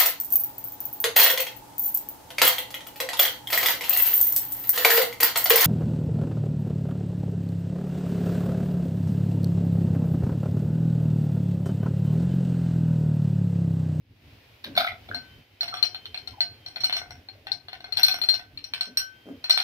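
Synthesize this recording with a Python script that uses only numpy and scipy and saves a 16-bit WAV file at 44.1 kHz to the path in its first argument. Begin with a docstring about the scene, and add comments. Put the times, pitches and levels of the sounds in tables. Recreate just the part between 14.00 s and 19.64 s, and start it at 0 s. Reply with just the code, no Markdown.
"""In a small bare room, fingernails tap a tall drinking glass in quick runs, amid gulps, a loud lip smack and wet pops.
The glass is a sum of decaying modes: harder contacts excite the high ones more, and the grip frees or mutes the rim.
Mouth and throat are resonances driven by clicks; the last of the drink laps as short bubbles of rising pitch.
Sparse reflections form the room's echo; a phone stands close by, over filtered-noise rumble and hiss and a thin whine.
"""
import sys
import numpy as np
from scipy import signal
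from scipy.fft import rfft, irfft
from scipy.io import wavfile
from scipy.ndimage import uniform_filter1d

SR = 44100
rng = np.random.default_rng(int(sys.argv[2]) if len(sys.argv) > 2 else 0)


def put_to_file(sound):
    """Save the sound as 16-bit audio at rate SR, in the file named by the first command-line argument."""
    columns = np.atleast_2d(sound).T  # one column per channel
    safe = np.clip(columns, -1, 1)
    whole_steps = np.round(safe * 32767)
    wavfile.write(sys.argv[1], SR, whole_steps.astype(np.int16))


N = 248635
# time axis of every single event [s]
RING = np.arange(int(.35 * SR)) / SR
# the two clearest tones of the glass
MAIN_HZ, RIM_HZ = 4211, 1529


def undb(db):
    """Level to amplitude: 20 dB is a factor of ten."""
    return 10 ** (np.asarray(db) / 20)


def add(track, s, sound):
    """Superposition: mix a sound in at time s."""
    i = min(int(s * SR), N)
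    track[..., i:i + sound.shape[-1]] += sound[..., :N - i]


def late(x, s):
    """Propagation delay of s seconds."""
    i = int(s * SR)
    return np.concatenate([np.zeros_like(x[..., :i]), x[..., :x.shape[-1] - i]], axis=-1)


def fade(t60):
    """Exponential damping: the level falls 60 dB in t60 seconds."""
    return np.exp(-np.log(1000) * RING / t60)


def onset(t, rise_s):
    """Finite contact time: the force presses in smoothly."""
    return 1 - np.exp(-(t / rise_s) ** 2)


def unit(x):
    """Normalise to an rms of 1."""
    return x / np.sqrt(np.mean(x ** 2))


def at(points, hz):
    """Interpolate a spectrum on a log-frequency axis."""
    f, value = np.transpose(points)
    return np.interp(np.log(np.maximum(hz, 1)), np.log(f), value)


def curves(rows):
    """Interpolate the columns of a time table, sample by sample."""
    s, *columns = np.transpose(rows)
    return [np.interp(np.arange(N) / SR, s, c) for c in columns]


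def colour(x, points):
    """Minimum-phase filtering: the folded cepstrum makes a (Hz, dB) shape causal."""
    size = 2048
    cepstrum = irfft(np.log(undb(at(points, np.fft.rfftfreq(size, 1 / SR)))))
    cepstrum[1:size // 2] *= 2
    cepstrum[size // 2 + 1:] = 0
    response = irfft(np.exp(rfft(cepstrum)))
    return signal.fftconvolve(x, response)[:len(x)]


def background(rumble_db=-1, hiss_db=-2, flutter_db=4.5, side_db=-18, hiss_flutter_db=0.5):
    """Coherence of ambient noise: uneven rumble almost alike in both ports, under a more diffuse hiss."""
    # noise spectrum before the band split: (f/Hz, relative level/dB per Hz)
    air_spectrum = [(20, -27), (40, -16), (65, -6.5), (102, 2), (180, -17.5), (260, -7), (400, -8.5),
                    (700, -12), (1240, -20.5), (2490, -14.5), (5000, -24.5), (7300, -38.5), (9800, -39.5),
                    (12500, -31.5), (15500, -34.5)]
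    # course of the background: (t/s, relative rumble level/dB, relative hiss level/dB)
    air_levels = [(0, -55.5, -71), (.3, -51, -54.5), (.5, -54.5, -55), (1.25, -52.5, -53),
                  (1.5, -61.5, -59.5), (1.8, -56.5, -54), (4.2, -53, -60), (5.64, -62, -55.5)]
    rumble_level, hiss_level = curves(air_levels)
    low, high = (signal.butter(3, 220, kind, fs=SR, output="sos") for kind in ("low", "high"))
    # one noise common to both ports, then one for each port
    common, *separate = [colour(rng.standard_normal(N), air_spectrum) for _ in range(3)]
    separate = np.array(separate)
    flutter = unit(uniform_filter1d(rng.standard_normal(N), SR // 15))
    rumble = unit(signal.sosfilt(low, common + undb(side_db) * separate) * undb(flutter_db * flutter))
    apart = signal.sosfilt(signal.butter(1, 1200, "high", fs=SR, output="sos"), separate)
    hiss = unit(signal.sosfilt(high, 0.4 * common + apart))
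    rumble_gain = undb(rumble_level + rumble_db)
    hiss_gain = undb(hiss_level + hiss_db + hiss_flutter_db * flutter)
    return rumble * rumble_gain + hiss * hiss_gain


def whine(waver=0.00083, whine_db=-1, waver_db=3):
    """Frequency and amplitude modulation: a thin sine wavers around a drifting pitch and level."""
    # course of the whine: (t/s, centre f/Hz, relative level/dB)
    whine_course = [(0.6, 2950, -100), (1.05, 3021, -62.5), (1.35, 3096, -61), (1.55, 3085, -66),
                    (2.0, 3099, -54), (2.35, 3103, -60), (2.5, 3161, -69.5), (2.64, 3143, -56),
                    (3.5, 3263, -98.5), (4.8, 3124, -64), (5.2, 3157, -56.5), (5.5, 3116, -68.5)]
    hz, db = curves(whine_course)
    drift = unit(uniform_filter1d(rng.standard_normal(N), SR // 20))
    phase = 2 * np.pi * np.cumsum(hz * (1 + waver * drift)) / SR
    return undb(db + whine_db + waver_db * drift) * np.sin(phase)


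def room(echo_db=-1, gap_s=0.0048, alike_hz=1300, first_rate=350, thicken_s=.025):
    """Reverberation of bare walls: reflections crowd together in time; the bass reaches both ports alike."""
    # decay of the room, at least 0.1 s: (f/Hz, t60/s)
    room_decay = [(200, 0.2), (800, 0.37335), (2500, 0.10967), (4500, 0.2878), (6000, 0.1), (13000, 0.2)]
    # echo spectrum: (f/Hz, relative level/dB)
    room_spectrum = [(200, 5.5), (800, -6), (2500, 0), (3700, -4.5), (4200, -8), (5300, 2.5), (13000, -7)]
    hz = np.fft.rfftfreq(len(RING), 1 / SR)
    # chance of a reflection in each sample, rising from first_rate per second
    share = np.minimum(first_rate * (1 + (RING / thicken_s) ** 2) / SR, 1)
    signs = rng.choice([-1, 1], (2, len(RING)))
    present = rng.random((2, len(RING))) < share
    mid, side = rfft(signs * present / np.sqrt(share))
    alike = np.exp(-(hz / alike_hz) ** 2)
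    ports = mid * np.sqrt(1 + alike) + side * np.sqrt(1 - alike) * np.array([[1], [-1]])
    noise = ports / np.sqrt(2) * undb(at(room_spectrum, hz))
    centres = np.geomspace(100, 16000, 10)
    response = 0
    # each overlapping band decays at its own rate
    for centre, pick in zip(centres, np.eye(len(centres))):
        envelope = fade(max(at(room_decay, centre), 1 / 10)) * (RING > gap_s)
        band = irfft(noise * at(np.c_[centres, pick], hz), len(RING))
        response = response + band * envelope / np.linalg.norm(envelope)
    return undb(echo_db) * response


def heard(x, echo):
    """Convolution with the room: the direct sound, a little later at the left port, plus its echo."""
    lag_s = .000182
    direct = np.array([late(x[0], lag_s), x[1]])
    return direct + signal.fftconvolve(x, echo, axes=1)[:, :x.shape[1]]


def slosh(slosh_db=-58, scatter_db=4, low_hz=260, high_hz=850, count=110):
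    """Bubble resonance: the last of the drink laps in the moving glass as soft, short, rising tones."""
    out = np.zeros(N)
    t60, glide = .07, 1.0  # s; the pitch rises by 2 * glide of itself per second
    for when, pitch, size in rng.random((count, 3)):
        hz = low_hz * (high_hz / low_hz) ** pitch
        tone = np.sin(2 * np.pi * hz * RING * (1 + glide * RING))
        bubble = tone * fade(t60) * (1 - fade(t60 / 2))
        add(out, 1.6 + 3.3 * when, undb(slosh_db + 2 * scatter_db * size) * bubble)
    return out


def ring(modes, detune=.012, rise_s=0.0007464):
    """Modal synthesis: damped sines, each shifted a little at random by every blow."""
    tones = 0
    for hz, db, t60 in modes:
        shifted_hz = hz * (1 + detune * rng.standard_normal())
        tones = tones + undb(db) * fade(t60) * np.sin(2 * np.pi * shifted_hz * RING)
    return tones * onset(RING, rise_s)


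def cluster(hz, spread_hz, t60, count=6):
    """Beating: close partners of one mode interfere as they fade."""
    partners = hz + spread_hz * (np.linspace(-1.5, 1.5, count) + rng.uniform(-.3, .3, count))
    phases = rng.uniform(0, 2 * np.pi, count)
    t = RING[:int(t60 * SR)]
    angles = 2 * np.pi * partners[:, None] * t + phases[:, None]
    z = np.exp(1j * angles).sum(0) * fade(t60)[:len(t)]
    # equal energy, however the partners interfere
    z *= onset(t, .0014) * np.linalg.norm(fade(t60)) / np.linalg.norm(z)
    return np.pad(z.imag, (0, len(RING) - len(t)))


def mode(hz, spread_hz, t60):
    """Modal bandwidth: partners closer than about the width set by damping ring as one clean tone."""
    if spread_hz * t60 < 2.5:
        return ring([(hz, 0, t60)], detune=spread_hz / hz, rise_s=0.0004625)
    return cluster(hz, spread_hz, t60)


def rattle(points, t60, rate):
    """Sparse random impulses: a dying shower of tiny clicks, rate per second on average."""
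    clicks = rng.standard_normal(len(RING)) * (rng.random(len(RING)) < rate / SR)
    return colour(clicks * np.sqrt(SR / rate) * fade(t60), points)


def burst(points, t60):
    """Transient noise: a short coloured crack that builds as the nail presses in."""
    press = onset(RING, .0012)
    return colour(rng.standard_normal(len(RING)) * press * fade(t60), points)


def mouth(smack_t60=0.06876, smack_rate=4500, gulp_db=12, gulp_rate=400, pop_spread=0.05798):
    """Source and filter: wet clicks and cavity modes make smacks, filtered thuds gulps, beating modes pops."""
    # lips and tongue part: (t/s, cavity ring level/dB, wet click level/dB)
    smacks = [(0.641, -53, -24.5), (0.764, -47.5, -21.5), (.7745, -3.5, -10), (.7785, -19.5, -15.5),
              (.792, -39.5, -23), (.8045, -15, -19), (.815, -17.5, -26.5), (.8435, -16.5, -27),
              (0.866, -24.5, -25.5), (.885, -30, -34.5), (.916, -24.5, -41.5), (1.087, -27.5, -43)]
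    # mouth resonances before random detuning: (f/Hz, relative level/dB, t60/s)
    cavity_modes = [(714.8, -1.5, 0.044517), (1355.9, -8.5, 0.037), (1419.8, -7.5, 0.019),
                    (2230, -1, 0.019755), (3489.8, -4, 0.03068), (3697.5, -22.5, 0.018),
                    (4065, -15.5, 0.056)]
    # wet lip click spectrum: (f/Hz, relative level/dB)
    lip_spectrum = [(150, -22.5), (600, -10), (1400, 1), (2600, -5), (4000, 10), (5500, -14), (7300, -32.5),
                    (9000, -16.5), (10500, -25), (12300, -7.5), (15500, -17)]
    # swallows: (t/s, length/s, relative level/dB)
    gulps = [(0.652, 0.04394, -43), (0.746, 0.03616, -48.5), (1.084, 0.0617, -47.5),
             (4.861, 0.04939, -52.5), (5.248, 0.07146, -41.5)]
    # throat spectrum: (f/Hz, relative level/dB)
    throat_spectrum = [(60, -36), (120, -21), (190, -12), (260, 0), (340, -11), (560, -7.5), (720, -14.5),
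                       (860, -26), (1500, -29), (4000, -48.5)]
    # small wet pops: (t/s, centre f/Hz, level/dB, t60/s)
    pops = [(.807, 1401, -16.5, 0.04944), (.814, 2307, -18, 0.01765), (.846, 1386, -18, 0.0582),
            (.867, 3282, -19.5, 0.04422), (.874, 2114, -13, 0.024316), (0.884, 2302, -19, 0.01744),
            (1.113, 1457, -14, 0.013233), (1.725, 1260, -26, 0.0807), (1.7411, 1202, -29, 0.03),
            (2.333, 933.8, -43, 0.0897), (2.372, 810.7, -39, 0.0972), (3.35, 580.2, -52.5, 0.1843),
            (3.45, 606.6, -51, 0.1128)]
    out = np.zeros(N)
    for s, cavity_db, wet_db in smacks:
        cavity = undb(cavity_db) * ring(cavity_modes, detune=0.015, rise_s=0.003232)
        wet = undb(wet_db) * rattle(lip_spectrum, smack_t60, smack_rate)
        add(out, s, cavity + wet)
    for s, length, db in gulps:
        swell = np.sin(np.pi * np.minimum(RING / length, 1)) ** .5
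        thuds = (rng.random(len(RING)) < gulp_rate / SR) * rng.choice([-1, 1], len(RING))
        swallow = unit(colour(thuds * swell, throat_spectrum))
        add(out, s, undb(db + gulp_db) * swallow * np.sqrt(length) / 3)
    for s, hz, db, t60 in pops:
        add(out, s, undb(db) * cluster(hz, pop_spread * hz, t60))
    return out


def tap(ring_db, ring_t60, hard_db, knock_db, nail_db, pan_db, rim_db, sparkle_db):
    """Impact excitation: a contact clicks, knocks and rings; a harder one excites the high modes more."""
    # glass modes in the families main, rim, upper, sparkle:
    # (centre f/Hz, relative level/dB, t60 as a share of the family's t60, partner spacing scale/Hz)
    glass_modes = dict( main=[(MAIN_HZ, -6.5, 1.24, 11), (MAIN_HZ, -0.23, 0.4904, 4.4),
                   (4182, -22, 1.5, 110.5), (4936, -27.5, 1.126, 57.5)], rim=[(RIM_HZ, 7.359, 3.671, 0.73)],
                   upper=[(2978.9, -0.5, 0.42, 60), (5607, 3.5, 0.4095, 15), (5542.8, 3.5, 0.24393, 110),
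                   (6487.8, -19.5, 0.39, 140), (8458, -1.5, 0.32, 62)], sparkle=[(9026, 2.5, 0.22, 190),
                   (11701, 2.5, 0.26, 93), (12523, 8, 0.45, 110), (13500, 2, 0.47, 200),
                   (14266, -5, 0.35, 74)])
    # how the rim, upper and sparkle families follow hardness:
    # (relative level at ordinary hardness/dB, slope/dB per dB)
    hardness_response = dict( rim=(-59, .8), upper=(-41.5, 1.0), sparkle=(-52, 0.92775))
    # dull knock resonances before random detuning: (f/Hz, relative level/dB, t60/s)
    knock_modes = [(729.93, -8.5, 0.14975), (794.97, -1.5, 0.019297), (1492, -4, 0.05),
                   (1304.2, -5.5, 0.012), (2120.7, -1.5, 0.02415), (3375.2, -18, .03)]
    # nail click spectrum: (f/Hz, relative level/dB)
    click_spectrum = [(100, -59), (400, -24), (900, 2.5), (2000, 8.5), (3600, 16), (4800, -19),
                      (6300, -22.5), (7400, -57), (9500, -19.5), (12500, -9.5), (15500, -16)]
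    usual_hard_db, other_t60_s = -42, .11
    main_db, body_db, click_db, vary_db = 1.5, 4.5, 12.0, 3.3773
    click_t60, chatter_t60 = 0.014596, 0.045535  # s
    chatter_db, chatter_rate = -10.5, 300  # dB, clicks per second
    buzz, buzz_t60 = 0.2, 0.28  # depth, s
    rim, upper, sparkle = (db + slope * (hard_db - usual_hard_db) for db, slope in hardness_response.values())
    # the fingers damp every tap a little differently
    t60 = other_t60_s * rng.uniform(.8, 1.2)
    levels = (ring_db + main_db, rim + rim_db, upper, sparkle + sparkle_db)
    decays = (ring_t60, t60, t60, t60)
    families = []
    for level, decay, modes in zip(levels, decays, glass_modes.values()):
        family = 0
        for hz, mode_db, share, spread in modes:
            gain = undb(level + mode_db + vary_db * rng.standard_normal())
            family = family + gain * mode(hz, spread, share * decay)
        families.append(family)
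    main, *others = families
    body = ring(knock_modes, detune=.035)
    # the nail chatters briefly and roughens the ring
    chatter = rattle(click_spectrum, chatter_t60, chatter_rate)
    click = burst(click_spectrum, click_t60) + undb(chatter_db) * chatter
    smooth = uniform_filter1d(rng.standard_normal(len(RING)), size=60)
    roughness = unit(uniform_filter1d(smooth, size=30))
    main = main * (1 + buzz * (fade(buzz_t60) - fade(buzz_t60 / 10)) * roughness)
    # the main modes beam to either side as the glass turns; their lobes reach the ports out of step
    lobe_lag_s = .00007
    beam_gains = unit(undb(pan_db * np.array([[1], [-1]]) / 2))
    beam = beam_gains * np.array([main, late(main, lobe_lag_s)])
    return beam + sum(others) + undb(knock_db + body_db) * body + undb(nail_db + click_db) * click


def glass(wall_db=-11, wall_s=0.0087, count=9):
    """Superposed impacts: each tap is trailed by softer fingers, and wall and room answer from varied places."""
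    # contacts, mostly nails: (t/s, relative main ring level/dB, main ring t60/s, contact hardness/dB,
    # relative dull knock level/dB, relative click level/dB, main ring left minus right/dB)
    contacts = [(.642, -38.5, 0.0613, -64, -63.5, -46, 8), (.752, -33.5, 0.081, -51.5, -48, -49.5, 6),
                (1.1453, -25, .18, -46.5, -33.5, -42.5, 5.5), (1.608, -17.5, 0.11, -41, -38.5, -39.5, 0),
                (1.6304, -30.5, 0.0785, -40, -34, -38.5, -14), (1.6791, -28.5, 0.153, -47.5, -39.5, -45, 3),
                (1.7394, -39.5, 0.1382, -43, -31.5, -37, 3.5),
                (1.768, -32.5, 0.3403, -46.5, -41.5, -39, 8.5), (1.8267, -10, 0.16555, -28, -31, -28.5, 11),
                (1.945, -31, 0.09737, -54, -41.5, -42, 4.5),
                (2.0557, -33.5, 0.05482, -59, -57.5, -49.5, -0.5),
                (2.144, -32.5, 0.0802, -53.5, -40, -40.5, -4),
                (2.175, -25.5, 0.05314, -54, -45.5, -48.5, 10.5),
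                (2.2742, -25, 0.05142, -47.5, -44, -45.5, 12.5), (2.4054, -17.5, 0.17762, -39, -36, -37, 4),
                (2.6614, -30, 0.1455, -51, -46.5, -46.5, 5.5), (2.6835, -36, 0.057, -52, -51, -62, 7.5),
                (2.7591, -27.5, 0.1081, -56.5, -42.5, -40, 10), (2.767, -47.5, .1, -51.5, -36, -46, 2),
                (2.805, -26.5, 0.09, -43, -52, -48, -5), (2.8358, -22, 0.1164, -45, -37, -47.5, -1.5),
                (2.8424, -16, 0.07955, -30.5, -36.5, -37.5, 4.5),
                (2.8953, -30, 0.1245, -62.5, -32.5, -34, 16.5), (2.9257, -23, 0.1605, -43, -35, -32, 4.5),
                (2.9567, -29, 0.1026, -45.5, -40, -46, 17.5), (2.9664, -27, 0.1701, -32, -36.5, -37, 1.5),
                (3.0154, -43, 0.1532, -54.5, -34, -56, 0.5),
                (3.1068, -36.5, 0.04333, -49, -39, -55.5, 14.5),
                (3.2864, -37.5, 0.0976, -68.5, -45.5, -54.5, 6.5),
                (3.4685, -37, 0.1765, -56.5, -36.5, -39.5, 14.5),
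                (3.5179, -20, 0.041424, -45, -36.5, -46.5, 15.5), (3.6835, -41, 0.237, -59, -43, -45.5, 11),
                (3.7299, -37, 0.09994, -56.5, -37.5, -40, 13.5),
                (3.8043, -43, 0.0854, -62.5, -45.5, -53.5, 4.5),
                (3.8422, -37, 0.18293, -59, -37, -45.5, 8.5),
                (3.923, -24.5, 0.12446, -43.5, -41.5, -38, 12),
                (3.9704, -14, 0.0673, -32.5, -37, -30.5, 10), (3.9864, -29, 0.104, -42, -33.5, -36, 9),
                (3.9943, -46, .1, -36.5, -31.5, -34, -6.5), (4.0312, -5, 0.2059, -26.5, -39.5, -27.5, 6.5),
                (4.0821, -16, 0.0722, -31.5, -31, -26, 8), (4.1126, -16.5, 0.05273, -47.5, -49, -44, 4),
                (4.1415, -29.5, 0.1306, -38, -31, -35.5, 4.5),
                (4.2153, -23, 0.2664, -42.5, -43.5, -38, 11.5),
                (4.2374, -31, 0.132, -43.5, -37.5, -42, -0.5), (4.2872, -13.5, 0.15077, -36, -33, -32, 7.5),
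                (4.3402, -20, 0.1235, -38.5, -35.5, -35.5, 13.5),
                (4.3942, -36.5, 0.05703, -59.5, -41, -51, -12.5), (4.574, -31.5, .115, -60, -64.5, -44, 7),
                (4.6409, -32.5, 0.0752, -46, -67.5, -50.5, 17), (4.7361, -24, 0.07836, -42.5, -42, -36, 5),
                (4.8085, -16, 0.0963, -35.5, -40, -32, 5), (4.9712, -11.5, 0.13437, -25.5, -40.5, -33.5, 0),
                (5.4405, -26, .17, -44.5, -38.5, -37.5, 3), (5.496, -12.5, 0.2416, -27.5, -32, -28.5, 3.5),
                (5.5065, -10.5, 0.18326, -32.5, -45.5, -39, 3.5), (5.513, -18.5, 0.2518, -31, -47, -44, 12),
                (5.5735, -19, 0.1829, -31.5, -29, -27, 0), (5.6003, -16.5, 0.0538, -40.5, -36, -34.5, 10.5)]
    # the hold frees or mutes modes: (t/s, rim tone change/dB, sparkle change/dB)
    grip_course = [(1.1, 12, 1), (1.7, -12, -1), (2.9, -2, -3), (3.85, 0, -3), (4.03, 2, 11), (4.45, -4, 0),
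                   (4.64, -5, 0), (4.73, 7, -1), (4.81, 1, -1), (4.97, 9, 4), (5.45, 0, 0)]
    # off-centre taps wake a lower tone of the glass's side: (t/s, level/dB)
    wall_taps = [(4.574, -47.5), (4.735, -32.5)]
    wall_hz, wall_t60_s = 2347.2, 0.10394
    # other fingers land just after the leading one, more softly
    trail_from_s, trail_spread_s = .01, 0.04
    trail_ring_db, trail_hard_db, trail_knock_db, trail_click_db = -22, -13.5, -12, -15
    out = np.zeros((2, N))
    places = [room() for _ in range(count)]
    times, *freedom = np.transpose(grip_course)
    for k, (s, ring_db, ring_t60, hard_db, knock_db, nail_db, pan_db) in enumerate(contacts):
        grip = [np.interp(s, times, db) for db in freedom]
        lead = tap(ring_db, ring_t60, hard_db, knock_db, nail_db, pan_db, *grip)
        softer = (ring_db + trail_ring_db, ring_t60, hard_db + trail_hard_db,
                  knock_db + trail_knock_db, nail_db + trail_click_db, pan_db, *grip)
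        trail = sum(late(tap(*softer), trail_from_s + trail_spread_s * lag) for lag in rng.random(size=2))
        add(out, s, heard(lead + trail, places[k % count]))
        # a wall reflection, with its own random delay at each port, reinforces or cancels the ring
        for port in range(2):
            add(out[port], s + wall_s * rng.uniform(.92, 1.08), undb(wall_db) * lead[port])
    for s, db in wall_taps:
        add(out, s, ring([(wall_hz, db, wall_t60_s)], detune=0))
    return out


def scene(mouth_echo_db=1.0):
    """Acoustic shadowing: taps and wet sounds share the room, and the right port hears them duller."""
    # the right port lies in the phone's shadow: (f/Hz, level/dB)
    shadow_spectrum = [(100, 0), (400, 0), (730, -5), (1500, -1), (3000, -1), (4200, 0), (5600, -1),
                       (7000, -1), (8500, -9), (12500, -11), (15000, -7)]
    wet = np.array([mouth() + slosh()] * 2)
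    left, right = glass() + heard(wet, undb(mouth_echo_db) * room())
    return np.array([left, colour(right, shadow_spectrum)]) + background() + whine()


def record(dry):
    """Saturation and band limiting: the phone clips at full scale and cuts the top."""
    top_hz = 15600
    low_pass = signal.ellip(10, .2, 80, top_hz, fs=SR, output="sos")
    return signal.sosfilt(low_pass, np.clip(dry, -1, 1))


dry = scene()
out = record(dry)
put_to_file(out)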